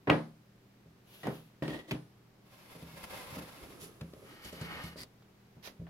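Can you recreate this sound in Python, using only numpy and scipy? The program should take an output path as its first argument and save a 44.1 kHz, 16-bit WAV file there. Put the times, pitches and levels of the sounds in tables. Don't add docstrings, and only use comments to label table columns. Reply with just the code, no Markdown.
import sys
import numpy as np
from scipy import signal
from scipy.fft import rfft, irfft, next_fast_len
from scipy.io import wavfile
from scipy.ndimage import uniform_filter1d, map_coordinates

SR = 44100
rng = np.random.default_rng(int(sys.argv[2]) if len(sys.argv) > 2 else 0)


def wav_out(sig):
    wavfile.write(sys.argv[1], SR, np.round(np.clip(np.atleast_2d(sig).T, -1, 1) * 32767).astype(np.int16))


N = 259749
T = np.arange(N) / SR

# time in seconds, lag of the left port in ms.
HAND_LAG = [(.1, 0), (1.25, -0.17), (1.62, 0.1), (1.93, 0.17), (3.3, -0.15), (5.03, -0.085), (5.6, 0.31)]
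# time in seconds, jolt in dB, contact cut-off in Hz, hiss in dB.
LID_SLIPS = [(4.448, -52.5, 103, -54), (4.527, -48, 410, -59), (4.612, -42, 190, -56),
             (4.837, -45, 122, -57.5)]


def undb(db):
    return 10 ** (np.asarray(db) / 20)


def unit(x):
    return x / np.sqrt(np.mean(x ** 2))


def on_log_axis(hz, points):
    f, value = np.transpose(points)
    return np.interp(np.log(np.maximum(hz, 1)), np.log(f), value)


def colour(x, spectrum, resonances=()):
    size = next_fast_len(x.shape[-1])
    hz = np.fft.rfftfreq(size, 1 / SR)
    peaks_db = sum(rise / (1 + (2 * (hz - f) / width) ** 2) for f, width, rise in resonances)
    gain = undb(on_log_axis(hz, spectrum) + peaks_db)
    return irfft(rfft(x, size) * gain, size)[..., :x.shape[-1]]


def cut(x, hz, kind, order=2):
    sections = signal.butter(order, np.minimum(hz, SR / 2 - 1), kind, fs=SR, output="sos")
    return signal.sosfilt(sections, x)


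def walk(rate_hz, size):
    k = max(int(SR / rate_hz), 1)
    steps = np.repeat(rng.standard_normal(size // k + 1), k)
    return unit(uniform_filter1d(steps, k))[:size]


def ports(x, lag_ms):
    i = np.arange(len(x))
    lag = round(lag_ms * SR / 1000)
    return np.array([np.interp(i - max(delay, 0), i, x, left=0) for delay in (lag, -lag)])


def diffuse(size, apart_hz=900):
    mid, side = rng.standard_normal((2, size))
    side = cut(side, apart_hz, "high", order=1) + 0.03 * rng.standard_normal(size)
    return np.array([mid + side, mid - side])


def add(out, s, x):
    start = int(s * SR)
    out[:, start:start + x.shape[1]] += x[:, :N - start]


def room_tone():
    # frequency in Hz, relative spectral density in dB.
    air_spectrum = [(25, -11), (60, -9), (120, -4), (170, -5), (270, -6), (400, -9), (600, -14.5),
                    (1100, -19), (2200, -23), (3500, -27), (5000, -29), (9000, -37.5), (12500, -34),
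                    (15500, -37)]
    # frequency in Hz, level in dB.
    tones = [(120, -69), (163, -74), (199.5, -71), (387.6, -80), (13318, -96)]
    air = unit(colour(diffuse(N, apart_hz=770), air_spectrum)) * undb(-63.5 + .5 * walk(1, N))
    hum = np.zeros(N)
    for hz, db in tones:
        amplitude = np.sqrt(2) * undb(db + 2 * walk(42, N))
        phase = 2 * np.pi * (hz * T + rng.random()) + .5 * walk(1.85, N)
        hum += amplitude * np.sin(phase)
    return air + hum


def modal_ring(t, modes, contact_hz, spot, spot_db):
    hz, mode_db, t60 = np.transpose(modes)[:, :, None]
    polarity = (-1) ** np.arange(len(hz))[:, None]
    drive = polarity * undb(mode_db) / np.sqrt(1 + (hz / contact_hz) ** 4)
    drive *= undb(-spot_db * np.cos(2 * np.pi * spot * np.sqrt(hz / 100)))
    detune = 1 + 0.003 * rng.standard_normal(hz.shape)
    skew = np.array([1, -1])[:, None, None] * np.minimum(hz / 2000, 1) * rng.standard_normal(hz.shape)
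    decay = np.exp(-np.log(1000) * t / t60)
    ring = np.sum(drive * np.sin(2 * np.pi * hz * detune * t + skew) * decay, axis=1)
    onset = np.minimum(t * contact_hz, 1)
    return cut(ring * onset, 56, "high")


def contact_thud(t, contact_hz):
    cycles = 0.68 * contact_hz * t
    envelope = np.exp(-2 * (cycles / 0.56 - 1) ** 2)
    return cut(np.sin(2 * np.pi * cycles) * envelope, 50.6, "high")


def room_clatter(t, cutoff_hz):
    # frequency in Hz, relative level in dB.
    spectrum = [(100, -3), (250, 5), (500, -0.5), (900, -6.5), (1500, -11.5), (2000, -12), (2700, -16.5),
                (3500, -17), (5000, -21.5), (7500, -29.5), (11000, -12), (16000, -37)]
    # frequency in Hz, reverberation time in seconds.
    reverb_times = [(200, 0.28), (1000, 0.31), (3000, 0.28), (12000, 0.63)]
    noise = cut(colour(diffuse(len(t)), spectrum), cutoff_hz, "low")
    edges_hz = np.geomspace(60, 16000, 9)
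    clatter = np.zeros_like(noise)
    for k, (lo, hi) in enumerate(zip(edges_hz, edges_hz[1:])):
        decay = np.exp(-np.log(1000) * t / on_log_axis(np.sqrt(lo * hi), reverb_times))
        clatter += (-1) ** k * cut(noise, [lo, hi], "band") * decay
    return clatter


def impacts(blows, modes, tick_s, tick_width, scatter_db, scatter_s, spot_db):
    out, t = np.zeros((2, N)), np.arange(SR // 2) / SR
    early = SR // 40
    for s, ring_db, contact_hz, thud_db, clatter_db, clatter_hz, tick_db, tick_hz, spot in blows:
        ring = modal_ring(t, modes, contact_hz, spot, spot_db)
        clatter = room_clatter(t, clatter_hz)
        band = [tick_hz / (1 + tick_width), tick_hz * (1 + tick_width)]
        crushed_grain = .2 * rng.standard_normal(len(t)) * np.exp(-t / .003)
        tick = cut(np.exp(-t / tick_s) + crushed_grain, band, "band")
        scatter = cut(diffuse(len(t)), band, "band", order=3) * np.exp(-t / scatter_s)
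        lag_ms = np.interp(s, *np.transpose(HAND_LAG))
        add(out, s, undb(ring_db) * ring / ring[:, :early].std()
            + undb(thud_db) * contact_thud(t, contact_hz)
            + undb(tick_db) * ports(tick / abs(tick).max(), lag_ms)
            + undb(clatter_db) * clatter / clatter[:, :early].std()
            + undb(tick_db + scatter_db) * scatter / scatter[:, :early].std())
    return out


def table_knocks():
    # start in seconds, ring in dB, contact cut-off in Hz, thud in dB, tick in dB,
    # clatter cut-off in Hz, spot struck in half waves of 100 Hz from the edge.
    knocks = [(0.072, -31.5, 796, -24.5, -53, 1830, 1), (0.096, -23.5, 734, -22, -37, 1570, 0.86),
              (0.1, -30, 1140, -10.5, -12, 2780, 0.78), (1.2321, -48, 1410, -45, -41, 5530, 0.49),
              (1.252, -42, 655, -51, -48, 2600, 0.58), (1.2694, -38.5, 895, -23, -43, 1500, 0.95),
              (1.2843, -43.5, 630, -24, -56, 1100, 1), (1.6222, -36, 420, -23.5, -40, 2000, 2),
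              (1.68, -40, 395, -31, -37.5, 4990, 2.15), (1.9104, -39, 378, -35, -23.5, 5500, 2),
              (1.918, -41, 340, -31, -33, 3070, 2), (1.934, -47, 280, -24.5, -60, 1200, 2),
              (1.951, -57, 375, -31, -62, 700, 2)]
    # frequency in Hz, relative level in dB, time to fall 60 dB in seconds.
    table_modes = [(91.4, -6, 0.14), (131, 2, .3), (160.1, 0.5, 0.43), (198.3, -9.5, 0.35),
                   (228.6, -2.5, 0.45), (259, -7, 0.3), (300, 0.5, 0.34), (397, 1.5, 0.28), (482, -10, .14),
                   (539, -5.5, 0.28), (600, -5.5, 0.275), (652, -2, 0.22), (752, -2, 0.17),
                   (957, -14.5, .22), (1018, -8, 0.26), (1093, -7.5, 0.23), (1264, -5.5, .22),
                   (1347, -13, .22), (1480, -0.5, .2), (1525, -8, 0.23), (1675, 1, 0.18), (1836, 3, 0.186),
                   (1920, 13, 0.143), (1980, -2.5, 0.13), (2331, 0.5, .18), (2870, 5, 0.16)]
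    blows = []
    for s, ring_db, contact_hz, thud_db, tick_db, clatter_hz, spot in knocks:
        clatter_db = ring_db + 0.5 + 4 * np.log2(contact_hz / 1000)
        tick_hz = 2210 * (clatter_hz / 1000) ** 0.1
        blows.append((s, ring_db, contact_hz, thud_db, clatter_db, clatter_hz, tick_db, tick_hz, spot))
    return impacts(blows, table_modes, tick_s=0.00006, tick_width=0.24,
                   scatter_db=-24, scatter_s=0.025, spot_db=1.5)


def edge_cracks():
    # start in seconds, level in dB, decay time in seconds.
    cracks = [(0.1002, -32.5, 0.0015), (1.27, -40.5, 0.0032), (1.68, -40, 0.0032), (1.9108, -37, 0.0055),
              (1.9155, -34, 0.0033), (4.01, -44.5, 0.0037), (4.0135, -44.5, 0.003), (4.1363, -50.5, 0.0021),
              (5.034, -44, 0.0024), (5.222, -59.5, 0.0058), (5.673, -46, 0.0033)]
    # frequency in Hz, relative level in dB.
    spectrum = [(200, -21), (500, 1), (1000, 1), (2000, -2.5), (3500, -2.5), (5500, -10.5), (8500, -18),
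                (12000, -15.5), (15500, -18.5)]
    reverb_db, reverb_s = -16, .025
    out, t = np.zeros((2, N)), np.arange(SR // 5) / SR
    for s, db, decay_s in cracks:
        grain = unit(colour(rng.standard_normal(len(t)), spectrum)) * np.exp(-t / decay_s)
        reverb = unit(colour(diffuse(len(t)), spectrum)) * np.exp(-t / reverb_s)
        lag_ms = np.interp(s, *np.transpose(HAND_LAG))
        add(out, s, undb(db) * (ports(grain, lag_ms) + undb(reverb_db) * reverb))
    return out


def box_bumps():
    # start in seconds, ring in dB, contact cut-off in Hz, thud in dB, tick in dB,
    # tick pitch in Hz, spot struck in half waves of 100 Hz from the edge.
    bumps = [(0.854, -59.5, 200, -64, -77, 463, 0.79), (2.748, -51.5, 340, -55, -68, 700, 2.1),
             (2.819, -46.5, 168, -49, -76, 700, 1.43), (2.935, -53, 133, -47, -72, 1000, 2),
             (3.325, -53.5, 202, -37, -71, 1000, 2.2), (3.368, -45, 330, -32.5, -44, 700, 2),
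             (3.408, -56, 520, -51, -44.5, 740, 1.8), (3.62, -59, 88, -42, -68, 1000, 0.86),
             (3.72, -61, 392, -51, -64, 1000, 1.9), (3.817, -53.5, 221, -43, -75, 1000, 1.9),
             (4.014, -44, 196, -31.5, -50, 900, 1.9), (4.042, -64, 272, -38, -74, 500, 1.8),
             (4.1353, -60, 560, -37, -61, 600, 1.5), (4.165, -58.5, 600, -59, -67, 596, 1.4),
             (4.222, -55.5, 560, -58, -56, 600, 1.1), (4.958, -55.5, 610, -38.5, -51, 900, 1.1),
             (5.034, -60.5, 393, -56.5, -64, 2980, 2.9), (5.565, -57, 190, -46, -59, 400, 2),
             (5.674, -61, 500, -46, -47, 2000, 2.8), (5.794, -48.5, 140, -35.5, -76, 303, 2),
             (5.811, -45.5, 150, -45, -78, 317, 1.8), (5.868, -75, 404, -50, -50, 1000, 1.8)]
    # frequency in Hz, relative level in dB, time to fall 60 dB in seconds.
    box_modes = [(56.7, -4, 0.1), (74.5, 2.5, 0.3), (133, -1, 0.29), (166.9, 9, 0.39), (201.8, 1, 0.39),
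                 (228.7, -0.5, 0.49), (254, -2.5, 0.65), (302.5, 5, .3), (400.6, 7.5, 0.27), (453, 9, 0.26),
                 (535.4, 11.5, 0.23), (621, 17.5, 0.12)]
    slip_tick_hz, slip_spot = 4500, 1.92
    jolts = [(s, jolt_db, contact_hz, jolt_db + 11, hiss_db + 10, slip_tick_hz, slip_spot)
             for s, jolt_db, contact_hz, hiss_db in LID_SLIPS]
    blows = [(s, ring_db, contact_hz, thud_db, tick_db - 8.5, 3 * tick_hz, tick_db, tick_hz, spot)
             for s, ring_db, contact_hz, thud_db, tick_db, tick_hz, spot in bumps + jolts]
    return impacts(blows, box_modes, tick_s=0.001, tick_width=0.94,
                   scatter_db=-12, scatter_s=.009, spot_db=2)


def stroke_envelopes(strokes):
    start, attack, hold, release, body_db, hiss_db = np.transpose(strokes)[:, :, None]
    let_go = start + attack + hold
    t = np.arange(start.min(), min((let_go + 2 * release).max(), T[-1]), 1 / SR)
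    shape = np.clip((t - start) / attack, 0, 1) * undb(-20 * np.maximum(t - let_go, 0) / release)
    body_gain = np.linalg.norm(shape * undb(body_db), axis=0)
    hiss_gain = np.linalg.norm(shape * undb(hiss_db), axis=0)
    return t, body_gain, hiss_gain


def friction(strokes, spectrum, resonances=(), lag_ms=0, pan_db=0, direct_db=-4, catch_db=3,
             judder_db=0, rumble_db=-20, glide_per_s=0, wander=0):
    split_hz = 3200
    t, body_gain, hiss_gain = stroke_envelopes(strokes)
    slips = unit(rng.standard_normal(len(t)) * undb(catch_db * walk(1500, len(t))))
    field = undb(direct_db) * ports(slips, lag_ms) + unit(diffuse(len(t)))
    rasp = colour(field, spectrum, resonances)
    centre_s = np.average(t, weights=body_gain ** 2)
    pitch = 1 + glide_per_s * (t - centre_s) + wander * walk(9, len(t))
    rasp = np.array([map_coordinates(port, [np.cumsum(pitch)], mode="mirror") for port in rasp])
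    rumble = undb(rumble_db) * unit(cut(diffuse(len(t), apart_hz=237), [45, 220], "band"))
    body = (unit(cut(rasp, split_hz, "low", order=4)) + rumble) * body_gain
    hiss = unit(cut(rasp, split_hz, "high", order=4)) * hiss_gain
    push = undb(judder_db * walk(60.1, len(t)))
    balance = undb([[pan_db / 2], [-pan_db / 2]])
    out = np.zeros((2, N))
    add(out, t[0], (body + hiss) * push * balance)
    return out


def hand_sweep():
    # start, attack, hold and release in seconds, body and hiss in dB.
    strokes = [(1.04, .1, .22, .17, -63, -60.5)]
    # frequency in Hz, relative level in dB.
    spectrum = [(150, -25), (300, -5), (500, -2), (750, -9), (1300, -8), (2000, -10), (3000, -7),
                (5000, -14), (8500, -20), (11500, -9.5), (15500, -18)]
    return friction(strokes, spectrum, lag_ms=-.18, pan_db=1, direct_db=-2.5, catch_db=1, judder_db=.8)


def shove():
    # start, attack, hold and release in seconds, body and hiss in dB.
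    strokes = [(1.622, 0.003, 0.035, 0.089, -44, -59), (1.685, 0.02, 0.04, 0.13, -42, -59),
               (1.872, 0.014, .02, 0.03, -51, -59)]
    # frequency in Hz, relative level in dB.
    spectrum = [(150, -41), (250, -16), (330, -14.5), (520, -20), (800, -26), (1200, -29.5), (1550, -36),
                (1920, -27), (2300, -35.5), (3300, -30.5), (6500, -40.5), (11000, -40), (15500, -45)]
    # centre and width in Hz, rise in dB.
    resonances = [(310, 40, 9), (590, 66, 5), (965, 80, 3.5), (1900, 130, 12)]
    return friction(strokes, spectrum, resonances, lag_ms=.18, judder_db=2, rumble_db=-14, wander=.02)


def box_turn():
    # start, attack, hold and release in seconds, body and hiss in dB.
    fingers = [(2.42, .22, .98, .3, -60.5, -60.5)]
    scrapes = [(2.87, 0.24, .22, .55, -51.5, -53), (3.04, 0.077, 0.085, 0.076, -58, -68)]
    # frequency in Hz, relative level in dB.
    spectrum = [(150, -50), (250, -10), (297, -3), (450, -4), (534, -2), (624, -3.5), (1030, -9),
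                (1140, -4), (1530, -13.5), (2090, -14), (3160, -24.5), (4470, -31), (8470, -37),
                (11200, -28.5), (15500, -39)]
    # centre and width in Hz, rise in dB.
    resonances = [(520, 48, 6), (605, 40, 5), (773, 50, 6.5), (930, 70, 7), (1040, 47, 11), (1370, 60, 6),
                  (1640, 65, 8), (2110, 120, 5), (2590, 100, 5), (3550, 170, 2.5), (4600, 600, 3.5),
                  (5300, 330, 3.5)]
    return friction(fingers + scrapes, spectrum, resonances, lag_ms=.17, direct_db=-16.5,
                    judder_db=2, rumble_db=-7.5, wander=.015)


def box_grip():
    # start, attack, hold and release in seconds, body and hiss in dB.
    strokes = [(3.56, 0.046, 0.25, 0.32, -55.5, -64), (3.795, 0.022, 0.03, 0.059, -64, -50.5),
               (3.92, 0.337, 0.088, 0.093, -60, -66)]
    # frequency in Hz, relative level in dB.
    spectrum = [(150, -21), (250, 3), (413, 5), (563, -6.5), (945, -12.5), (1250, -6), (1410, -13),
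                (1560, -15), (1850, -17), (2530, -20.5), (4100, -27), (6540, -28), (9230, -30.5),
                (10800, -22), (15500, -38)]
    return friction(strokes, spectrum, lag_ms=.19, pan_db=-2, direct_db=-4.5, rumble_db=-8)


def lid_slide():
    # start, attack, hold and release in seconds,
    # body and hiss in dB.
    strokes = [(4.225, 0.087, 0.62, .06, -57, -64.5), (4.55, .1, .17, 0.11, -46.5, -60.5),
               (4.79, .04, .06, .04, -62, -59)]
    # frequency in Hz, relative level in dB.
    spectrum = [(150, -16), (250, -2), (474, -3), (635, -2.5), (823, -3), (1270, -3), (1480, -3),
                (2200, -4), (2490, -7.5), (3010, -6.5), (3450, -9), (4630, -7.5), (7250, -18),
                (12400, -12.5), (15500, -23)]
    # centre and width in Hz, rise in dB.
    resonances = [(304, 25, 8), (484, 75, 6), (829, 60, 5.5), (1235, 130, 6), (1560, 120, 3), (1845, 85, 8),
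                  (2180, 90, 7.5), (2480, 150, 2.5), (2950, 150, 7), (4480, 200, 3)]
    attack_s, hold_s, release_s = 0.04, 0.049, 0.031
    spurts = [(s - attack_s, attack_s, hold_s, release_s, hiss_db - 3.5, hiss_db)
              for s, _, _, hiss_db in LID_SLIPS]
    return friction(strokes + spurts, spectrum, resonances, lag_ms=-.16, pan_db=.2, direct_db=-1,
                    catch_db=0, judder_db=1, rumble_db=-9.5, glide_per_s=-.05)


def rim_brush():
    # start, attack, hold and release in seconds, body and hiss in dB.
    strokes = [(4.958, 0.029, 0.039, 0.022, -52.5, -50.5), (5.031, 0.0014, 0.0028, 0.015, -53.5, -49.5)]
    # frequency in Hz, relative level in dB.
    spectrum = [(180, -2), (300, 2), (420, -14), (580, -8), (750, -15), (1050, -8), (1350, -12), (1900, -6),
                (2600, -13), (3400, -13), (4500, -7.5), (6360, -15), (11100, -14), (15500, -21)]
    # centre and width in Hz, rise in dB.
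    resonances = [(2030, 140, 4), (4130, 140, 1), (4750, 500, 8)]
    return friction(strokes, spectrum, resonances, lag_ms=-.18, pan_db=.5, catch_db=7)


def lid_laid_aside():
    # start, attack, hold and release in seconds, body and hiss in dB.
    strokes = [(5.622, .036, 0.016, 0.045, -52.5, -51.5)]
    # frequency in Hz, relative level in dB.
    spectrum = [(180, -16), (300, -10), (400, -2), (630, -2), (850, -2), (1350, -8.5), (1870, -0.5),
                (2250, -5), (2800, -5.5), (4420, -6), (6300, -9), (8010, -22), (11900, -10), (15500, -20)]
    return friction(strokes, spectrum, lag_ms=.3, pan_db=-7, direct_db=-11, catch_db=10)


def scene():
    strikes = table_knocks() + box_bumps() + edge_cracks()
    handling = hand_sweep() + shove() + box_turn() + box_grip()
    opening = lid_slide() + rim_brush() + lid_laid_aside()
    return strikes + handling + opening + room_tone()


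def record(dry):
    top_hz = 15800
    return signal.sosfilt(signal.ellip(10, .2, 70, top_hz, fs=SR, output="sos"), dry)


dry = scene()
out = record(dry)
wav_out(out)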